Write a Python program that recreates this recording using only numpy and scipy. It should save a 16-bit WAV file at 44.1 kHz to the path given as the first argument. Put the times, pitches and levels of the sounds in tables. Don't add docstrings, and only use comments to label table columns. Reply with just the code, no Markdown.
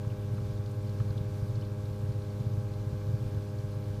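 import sys
import numpy as np
from scipy import signal
from scipy.fft import rfft, irfft
from scipy.io import wavfile

SR = 44100
rng = np.random.default_rng(int(sys.argv[2]) if len(sys.argv) > 2 else 0)


def bounce(signal):
    frames = np.transpose(np.atleast_2d(signal))
    limited = np.clip(frames, -1, 1)
    pcm = np.round(limited * 32767).astype(np.int16)
    wavfile.write(sys.argv[1], SR, pcm)


N = 176400
T = np.arange(N) / SR

# time_s, shaft_hz
SHAFT_SPEED = [(0, 50.905), (.7, 50.91), (3.2, 50.965), (4, 50.95)]
# time_s, gain_db
CHURN_STRENGTH = [(0, -3.5), (.4, 2), (.72, -4), (1.05, 2.5), (1.75, -1), (2.1, -0.5), (2.3, 0.5),
                  (2.52, -1.5), (2.72, 0), (3.15, 0.5), (3.75, -0.5), (4, 0.5)]


def from_db(db):
    return 10 ** (np.asarray(db) / 20)


def unit_rms(x):
    return x / np.sqrt(np.mean(x ** 2) + 1e-20)


def drift(corner_hz):
    hop = 100
    pole = np.exp(-2 * np.pi * corner_hz * hop / SR)
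    slow = signal.lfilter([1], [1, -2 * pole, pole * pole], rng.standard_normal(N // hop + 1002))[1000:]
    return np.interp(np.arange(N) / hop, np.arange(len(slow)), unit_rms(slow))


def shaped_noise(spectrum):
    hz, db = np.transpose(spectrum)
    bin_hz = np.maximum(np.fft.rfftfreq(N, 1 / SR), 1)
    gain = from_db(np.interp(np.log(bin_hz), np.log(hz), db, left=-np.inf, right=-np.inf))
    return irfft(rfft(rng.standard_normal(N)) * gain, N) * np.sqrt(SR / 2)


def resonate(x, hz, width_hz):
    pole = np.exp(-np.pi * width_hz / SR)
    feedback = [1, -2 * pole * np.cos(2 * np.pi * hz / SR), pole * pole]
    return signal.lfilter(np.array([1, 0, -1]) * (1 - pole * pole) / 2, feedback, x + 1e-18)


def surface_hiss():
    # frequency_hz, density_db_per_hz
    hiss_density = [(800, -106), (2000, -103), (2850, -102), (3020, -100), (3280, -101.5), (3560, -98),
                    (3780, -100.5), (4100, -99), (5000, -100.7), (6000, -102.3), (7200, -105), (9500, -108),
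                    (15000, -109)]
    spectrum, hz = rfft(shaped_noise(hiss_density)), np.fft.rfftfreq(N, 1 / SR)
    edges_hz = 700 * 2 ** np.arange(0, 5.1, .5)
    out = np.zeros(N)
    for low, high in zip(edges_hz, edges_hz[1:]):
        band = irfft(spectrum * ((hz >= low) & (hz < high)), N)
        out += band * from_db(0.74 * drift(corner_hz=11))
    return out * from_db(0.35 * drift(corner_hz=5.3))


def bubble_fizz():
    pops_per_s, level_db, quality_factor = 110, -74.5, 28
    onsets = rng.random(N) < pops_per_s / SR
    strength_db = 6 * np.minimum(rng.exponential(1, N), 2)
    pops = onsets * from_db(strength_db) * rng.choice([-1, 1], N)
    pitches_hz = np.geomspace(2200, 5200, 20)
    pitch_index = rng.integers(0, len(pitches_hz), N)
    rings = (resonate(pops * (pitch_index == k), hz, hz / quality_factor)
             for k, hz in enumerate(pitches_hz))
    return from_db(level_db) * unit_rms(sum(rings))


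def bubble_ticks():
    # start_s, level_db, pitch_hz
    bursts = [(0.046, -49, 970), (.099, -51, 2820), (0.117, -55, 2080), (0.379, -44, 1140),
              (.659, -51.5, 3990), (.712, -59, 8440), (.825, -61, 8000), (0.893, -51, 4260),
              (0.985, -57, 4500), (1, -42.5, 1270), (1, -55, 2740), (1.104, -54.5, 4170),
              (1.176, -46.5, 3500), (1.553, -51.5, 4330), (1.61, -52.5, 4500), (1.621, -53, 2980),
              (1.649, -52.5, 4100), (1.853, -53.5, 3770), (2.219, -54, 4330), (2.4, -52.5, 4000),
              (2.736, -53, 4030), (3.26, -53.5, 3190), (3.585, -52, 4500)]
    attack_s, decay_s, rise_per_s, splash_share = 0.0014, 0.0037, 3.8, 0.54
    out, t = np.zeros(N + SR), T[:SR // 20]
    envelope = (1 - np.exp(-t / attack_s)) ** 2 * np.exp(-t / decay_s)
    envelope /= envelope.max()
    for start_s, level_db, hz in bursts:
        ping = np.sin(2 * np.pi * hz * t * (1 + rise_per_s * t / 2))
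        width_hz = 0.52 * hz
        band = resonate(rng.standard_normal(len(t)), hz, width_hz)
        splash = unit_rms(resonate(band, hz, width_hz))
        tick = (1 - splash_share) * ping + splash_share * splash
        start = int(start_s * SR)
        out[start:start + len(t)] += from_db(level_db) * envelope * tick
    return out[:N]


def churning():
    # centre_s, peak_db
    pulses = [(0.0759, -24.5), (0.2538, -32), (0.333, -28.5), (.34, -33), (0.4583, -33), (0.598, -28),
              (1.0116, -24), (1.1072, -24), (1.214, -23.5), (1.301, -37), (1.4319, -24.5), (1.501, -37),
              (1.579, -26), (1.8432, -27.5), (1.9119, -28.5), (2.0405, -25.5), (2.0931, -26),
              (2.4116, -25.5), (2.4716, -23), (2.541, -28.5), (2.5813, -24.5), (2.8747, -28.5),
              (2.9307, -23), (3.0929, -26), (3.1424, -23), (3.266, -29), (3.349, -27.5), (3.3748, -31.5),
              (3.9061, -29)]
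    # pitch_hz, width_hz, thump_gain_db, flow_level_db
    basin_modes = [(117.34, 3.35, 5.5, -44), (128.9, 2.5, -6, -49), (138, 10.4, -21.5, -57)]
    # frequency_hz, density_db_per_hz
    turbulence_density = [(10, -101), (24, -73), (42, -64.5), (70, -66.5), (95, -61), (140, -61.5),
                          (175, -73), (210, -70), (255, -82), (400, -92)]
    thump_hz, thump_width_s = 110.7, 0.0046
    thumps, boom = np.zeros(N), np.zeros(N)
    for centre_s, peak_db in pulses:
        t = T - centre_s
        envelope = np.exp(-.5 * (t / thump_width_s) ** 2)
        thumps -= from_db(peak_db) * envelope * np.cos(2 * np.pi * thump_hz * t)
    flow = shaped_noise(turbulence_density)
    for hz, width_hz, thump_gain_db, flow_level_db in basin_modes:
        boom += from_db(thump_gain_db) * resonate(thumps, hz, width_hz)
        steady_ring = resonate(rng.standard_normal(N + SR), hz, width_hz)[SR:]
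        flow += from_db(flow_level_db) * unit_rms(steady_ring)
    swell_db = np.interp(T, *np.transpose(CHURN_STRENGTH)) + drift(corner_hz=7.6)
    return thumps + boom + flow * from_db(swell_db)


def pump_rush(angle):
    # frequency_hz, density_db_per_hz
    rush_density = [(200, -84), (280, -82.5), (370, -82.5), (455, -89.5), (520, -83.5), (600, -84),
                    (690, -96), (800, -89.5), (940, -96), (1060, -90.5), (1380, -97.5), (1580, -92),
                    (1740, -101), (2080, -102), (2350, -99.5), (2800, -106), (5000, -120)]
    churn_share, pulse_depth = 0.17, 0.39
    swell = from_db(churn_share * np.interp(T, *np.transpose(CHURN_STRENGTH)))
    return shaped_noise(rush_density) * swell * (1 + pulse_depth * np.cos(2 * angle))


def shaft_angle():
    zero_angle_s = 0.001003
    shaft_hz = np.interp(T, *np.transpose(SHAFT_SPEED))
    return 2 * np.pi * (np.cumsum(shaft_hz) / SR - zero_angle_s * shaft_hz[0])


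def motor_hum(angle):
    # order, level_db
    harmonics = [(2, -36), (4, -49), (6, -53), (8, -50.5), (9, -72), (10, -52.5), (11, -74.5), (12, -56.5),
                 (14, -75), (16, -62), (17, -82.5), (18, -68.5), (19, -78), (22, -69), (23, -83), (24, -75),
                 (26, -71.5), (28, -82), (30, -73), (31, -98), (32, -71.5), (34, -88.5), (36, -95),
                 (42, -82), (44, -90), (46, -78.5)]
    # order, below_db, above_db
    sidebands = [(2, -63, -51), (4, -70, -68), (6, -78, -65), (8, -69.5, -72), (10, -73, -70),
                 (12, -76, -76), (16, -74, -83), (20, -89, -68), (22, -83, -77), (30, -88, -84)]
    # pitch_hz, level_db
    steady_tones = [(240, -68), (1157, -75)]
    field_hz, delay_s_per_hz = 120, 0.000012
    partial_waver_db, hum_waver_db = 0.48, 0.23
    out = sum(from_db(db) * np.sin(2 * np.pi * hz * T) for hz, db in steady_tones)
    for order, db in harmonics:
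        lag = np.pi * delay_s_per_hz * (order * SHAFT_SPEED[0][1]) ** 2
        out += from_db(db + partial_waver_db * drift(corner_hz=1.8)) * np.sin(order * angle - lag)
    beat_phase = 2 * np.pi * field_hz * T - 2 * angle
    for order, below_db, above_db in sidebands:
        for side, db in ((-1, below_db), (1, above_db)):
            out += from_db(db) * np.sin(order * angle + side * beat_phase + rng.uniform(0, 2 * np.pi))
    return np.sqrt(2) * out * from_db(hum_waver_db * drift(corner_hz=15))


def scene():
    angle = shaft_angle()
    pump = motor_hum(angle) + pump_rush(angle)
    return (pump + churning() + bubble_ticks() + bubble_fizz() + surface_hiss())[None]


def record(dry):
    cutoff_hz = 15400
    return signal.sosfilt(signal.ellip(12, .1, 80, cutoff_hz, fs=SR, output="sos"), dry)


dry = scene()
out = record(dry)
bounce(out)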